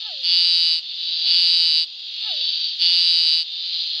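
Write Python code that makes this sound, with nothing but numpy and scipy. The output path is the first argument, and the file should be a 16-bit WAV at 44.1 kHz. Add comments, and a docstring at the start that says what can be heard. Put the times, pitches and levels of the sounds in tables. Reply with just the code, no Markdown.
"""Three buzzy trills from a small tree frog, close by on a leaf at night.
Each trill is a run of clicks that ring the frog's swelling vocal sac. Neighbours of its kind answer
from the reeds over the fluttering band of a far chorus. A frog of another kind gives soft, falling
whines, and faint night air lies under it all."""
import sys
import numpy as np
from scipy import signal
from scipy.fft import rfft, irfft
from scipy.io import wavfile

SR = 44100
rng = np.random.default_rng(int(sys.argv[2]) if len(sys.argv) > 2 else 0)


def to_wav(sig):
    """Store sig (one row per channel, or 1-D mono) as 16-bit WAV at the path in sys.argv[1].

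    Samples outside -1..1 are clipped; the rate is SR.
    """
    pcm = np.clip(np.atleast_2d(sig), -1, 1) * 32767
    pcm = np.round(pcm).astype(np.int16)
    wavfile.write(sys.argv[1], SR, pcm.T)  # frames by channels


N = 176400
T = np.arange(N) / SR

# How well a vocal sac radiates. Each row: frequency in Hz, gain in dB.
SAC_RADIATION = [(170, -36), (350, -33.5), (900, -26), (1900, -19), (2700, -8), (4000, 3.5), (4750, 8),
                 (5050, 2), (5400, -10), (6600, -24), (7500, -16), (8500, -28), (9300, -50.5), (15000, -51)]


def near_frog():
    """Close trills: the sac's ring shifts as it fills and dips in pitch as the push weakens."""
    # One envelope a trill. Each row: time in seconds, level in dB.
    trills = [
        [(0.232, -29.5), (0.246, -21), (0.32, -16.5), (0.73, -17.5), (0.79, -25), (0.812, -43)],
        [(1.24, -36.5), (1.256, -22), (1.314, -16.5), (1.78, -17), (1.838, -22.5), (1.85, -35), (1.86, -51)],
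        [(2.792, -29), (2.818, -17), (3.334, -17), (3.404, -20), (3.43, -26.5), (3.44, -45)],
    ]
    # The pace of every trill. Each row: seconds into the call, clicks per second before waver and stumbles.
    rate_curve = [(0, 173), (.08, 172), (.13, 174.5), (.4, 167.5), (.5, 163.5), (.6, 164.5)]
    # Late in a call the clicks stumble. Each row: centre and half-length in seconds,
    # scatter as a share of the period, slowing as a share of the rate.
    stumbles = [(0.737, 0.021, 0.016, 0.023), (1.732, 0.021, .05, 0.093), (3.248, 0.011, 0.046, .12),
                (3.303, 0.011, 0.056, 0.093)]
    # Sac resonances. Each row: Hz slack, Hz swollen, relative dB slack and swollen, width in Hz.
    sac = [(2978, 3011, 2, 0, 130), (3420, 3490, 0, -11, 230), (3830, 3935, -10, 0, 95),
           (4470, 4410, -5, -9, 170), (4630, 4750, -7, -5, 320), (5450, 5480, -28, -20, 150),
           (5955, 5940, -27, -11, 110), (7900, 7985, -20, -15, 100), (8320, 8420, -9, -3, 160)]
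    swell_s, slacken_s, slacken_share = .16, .04, .3
    pitch_per_db, full_effort_db, shimmer_db = .0018, -16, .5

    def jitter(t):
        return .0015 + sum(scatter for at, span, scatter, _ in stumbles if abs(t - at) < span)

    waver = .0055 * band_noise(11, 44)
    drag = sum(slowing * np.exp(-((T - at) / span) ** 2) for at, span, _, slowing in stumbles)
    out = 0
    for trill in trills:
        seconds, db = np.transpose(trill)
        start, end = seconds[0], seconds[-1]
        rate = np.interp(T - start, *np.transpose(rate_curve)) * (1 + waver - drag)
        times = click_times(start, end, lambda t: rate[min(int(t * SR), N - 1)], jitter)
        level = np.interp(times, seconds, db)
        swollen = 1 - np.exp(-((times - start) / swell_s) ** 2)
        swollen -= slacken_share * np.exp((times - end) / slacken_s)
        tuning = 1 + pitch_per_db * (level - full_effort_db)
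        level += shimmer_db * rng.standard_normal(len(times))
        out += ring_sac(times, level, swollen, sac, tuning[:, None])
    return reed_scatter(colour(out, SAC_RADIATION), echo_db=-22, side_db=3.5)


def click_times(start, end, rate, jitter):
    """One click after another at rate(t) per second, each period uneven by the share jitter(t)."""
    times = [start]
    for chance in rng.standard_normal(200):
        now = times[-1]
        times.append(now + max(1 + jitter(now) * chance, .5) / rate(now))
    times = np.array(times)
    return times[(times < end) & (times > 0) & (times < T[-1])]


def ring_sac(times, db, swollen, sac, tuning=1, size=640):
    """Each click rings the sac's resonances as they stand at that moment of the swell."""
    index = np.ceil(times * SR).astype(int)[:, None] + np.arange(size)
    age, full = index / SR - times[:, None], swollen[:, None]
    rings = 0
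    for slack_hz, full_hz, slack_db, full_db, width_hz in sac:
        wobble = 1 + .001 * rng.standard_normal(full.shape)
        hz = tuning * (slack_hz + (full_hz - slack_hz) * full) * wobble
        gain = width_hz * from_db(slack_db + (full_db - slack_db) * full)
        rings += gain * np.exp(-np.pi * width_hz * age) * np.sin(2 * np.pi * hz * age)
    # Scale the rings so that the trill stands at db once the caller applies SAC_RADIATION.
    bin_hz = np.arange(size // 2 + 1) * SR / size
    radiated = rfft(rings) * from_db(np.interp(bin_hz, *np.transpose(SAC_RADIATION)))
    power = 2 * np.sum(np.abs(radiated) ** 2, axis=1) / (size * SR * np.median(np.diff(times)))
    rings *= (from_db(db) / np.sqrt(power))[:, None]
    return np.bincount(index.ravel(), rings.ravel(), N + size)[:N]


def neighbours():
    """Trills from farther off: each grows, slows a little and is blurred by the reeds."""
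    # Each row: start and length in seconds, full level in dB, opening clicks per second,
    # sac pitch ratio, lift in dB of the resonances above 4.2 kHz.
    answers = [(-.45, 0.59, -31.5, 180, 0.93, 5.5), (.83, 0.59, -25.5, 171, 1.0, 6),
               (1.05, 0.52, -29, 200, 1.1, -2), (1.99, 0.47, -28, 208, 0.95, -15.5),
               (2.18, 0.56, -25, 170, .99, 9), (3.44, 0.44, -25.5, 174, 1.02, 3),
               (3.6, 0.43, -27.5, 162, 1.05, -10.5)]
    # Sac resonances before each frog's pitch ratio and lift.
    # Each row: Hz slack, Hz swollen, relative dB slack and swollen, width in Hz.
    base_sac = [(2850, 3300, -5.5, -1, 210), (3560, 3560, 10.5, 3, 48), (3866, 3900, -4, 2.5, 220),
                (4400, 4590, -10.5, -4, 60), (8600, 8900, -17, -20.5, 250)]
    rise_s, rise_db, fade_s, swell_s = .31, 12.5, .05, .25
    sag_hz_per_s, shimmer_db = 16, 2
    out = 0
    for start, length, db, rate, pitch, bright_db in answers:
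        times = click_times(start, start + length, lambda t: rate - sag_hz_per_s * (t - start),
                            jitter=lambda t: .004)
        age = times - start
        level = db - rise_db * np.maximum(1 - age / rise_s, 0) - 10 * np.exp((age - length) / fade_s)
        level += shimmer_db * rng.standard_normal(len(age))
        swollen = 1 - np.exp(-(age / swell_s) ** 2)
        sac = np.array(base_sac) * [pitch, pitch, 1, 1, 1]
        sac[sac[:, 0] > 4200, 2:4] += bright_db
        out += ring_sac(times, level, swollen, sac)
    return reed_scatter(colour(out, SAC_RADIATION), echo_db=-9, side_db=-4)


def whining_frog():
    """A nasal start, then a nearly pure tone that slides down."""
    # Each row: start of the fall in seconds, base level in dB, top pitch in Hz.
    whines = [(.07, -47.5, 868), (1.217, -60, 861), (1.593, -63, 884), (2.274, -45, 871), (4.03, -43, 853)]
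    # One whine's envelope. Each row: seconds from the start of the fall, gain in dB.
    envelope = [(-.11, -59), (-.06, -17.5), (-.03, -10), (0, 1), (.06, -1.5), (.085, -8), (.135, -9),
                (.17, -28), (.21, -69.5)]
    # Each row: multiple of the pitch, gain in dB before the fall and late in it.
    partials = [(1, 0, 3), (1.5, -5, -45), (2, -3, -26), (3, -12, -10)]
    end_hz, fall_s, fall_curve = 528, .055, 1.4
    out = 0
    for fall_at, db, top_hz in whines:
        fallen = 1 - np.exp(-(np.maximum(T - fall_at, 0) / fall_s) ** fall_curve)
        phase = 2 * np.pi * np.cumsum(top_hz + (end_hz - top_hz) * fallen) / SR
        level = db + np.interp(T - fall_at, *np.transpose(envelope), left=-np.inf, right=-np.inf)
        tone = sum(from_db(early + (late - early) * fallen) * np.sin(multiple * phase)
                   for multiple, early, late in partials)
        out += from_db(level) * tone
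    return reed_scatter(out, echo_db=-5.5, side_db=-2.5)


def far_chorus():
    """A fluttering band of noise stands for many distant trills merging."""
    # Each row: frequency in Hz, relative level in dB.
    spectrum = [(900, -51), (1900, -30), (2300, -26.5), (2700, -10), (3600, 0), (4700, -2), (5300, -20.5),
                (6000, -28), (7500, -41.5), (8600, -56), (9500, -55), (15000, -53)]
    # The chorus swells and ebbs. Each row: time in seconds, level in dB.
    swells = [(0, -34), (.3, -28), (.82, -34.5), (1.2, -27), (1.4, -28), (1.9, -35.5), (2.5, -27),
              (2.78, -29), (2.88, -23), (3.43, -34), (3.75, -29), (4, -28.5)]
    flutter_hz, flutter_depth = 175, .1
    flutter = np.exp(flutter_depth * band_noise(flutter_hz * .85, flutter_hz * 1.15))
    band = rms_one(colour(stereo_noise(side_db=-12) * flutter, spectrum))
    return from_db(np.interp(T, *np.transpose(swells))) * band


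def night_air():
    """A faint, wide, dark hush."""
    # Each row: frequency in Hz, relative level in dB.
    spectrum = [(25, -19), (80, -1.5), (160, -0.5), (300, 2.5), (600, 4), (1200, 2), (3000, -26.5),
                (9500, -27.5), (12500, -28), (15000, -30)]
    return from_db(-65) * rms_one(colour(stereo_noise(side_db=2), spectrum))


def reed_scatter(x, echo_db, side_db, t60_s=.092):
    """Direct sound plus a short, dense scatter from the plants."""
    tail = (stereo_noise(side_db) * from_db(-60 * T / t60_s))[:, :SR // 2]
    tail /= np.sqrt(np.sum(tail ** 2) / 2)
    return x + from_db(echo_db) * signal.fftconvolve(x[None], tail, axes=1)[:, :N]


def colour(x, points):
    """Minimum-phase EQ through the given (Hz, dB) points."""
    hz, db = np.transpose(points)
    size = 2 * N
    curve_db = np.interp(np.log(np.arange(N + 1) * SR / size + 1), np.log(hz), db)
    cepstrum = irfft(np.log(from_db(curve_db)))
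    cepstrum[1:N] *= 2  # folded onto positive time, so nothing rings ahead of a click
    cepstrum[N + 1:] = 0
    return irfft(rfft(x, size) * np.exp(rfft(cepstrum)))[..., :N]


def band_noise(low_hz, high_hz):
    """Random motion within a band, at unit rms."""
    band = signal.butter(2, [low_hz, high_hz], "band", fs=SR, output="sos")
    return rms_one(signal.sosfilt(band, rng.standard_normal(N)))


def stereo_noise(side_db):
    """Mid-side white noise; side_db sets the width."""
    mid, side = rng.standard_normal((2, N))
    return mid + from_db(side_db) * side * np.array([[1], [-1]])


def from_db(db):
    """Decibels to gain."""
    return 10 ** (np.asarray(db) / 20)


def rms_one(x):
    """Scale to unit rms."""
    return x / np.sqrt(np.mean(x ** 2) + 1e-20)


def scene():
    """All the frogs over faint night air."""
    return near_frog() + neighbours() + far_chorus() + whining_frog() + night_air()


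def record(dry):
    """A soft clip rounds the highest peaks; a steep low-pass cuts the top."""
    ceiling, knee, stop_hz = .88, 9, 15800
    rounded = dry / (1 + np.abs(dry / ceiling) ** knee) ** (1 / knee)
    return signal.sosfilt(signal.cheby2(12, 70, stop_hz, fs=SR, output="sos"), rounded)


dry = scene()
out = record(dry)
to_wav(out)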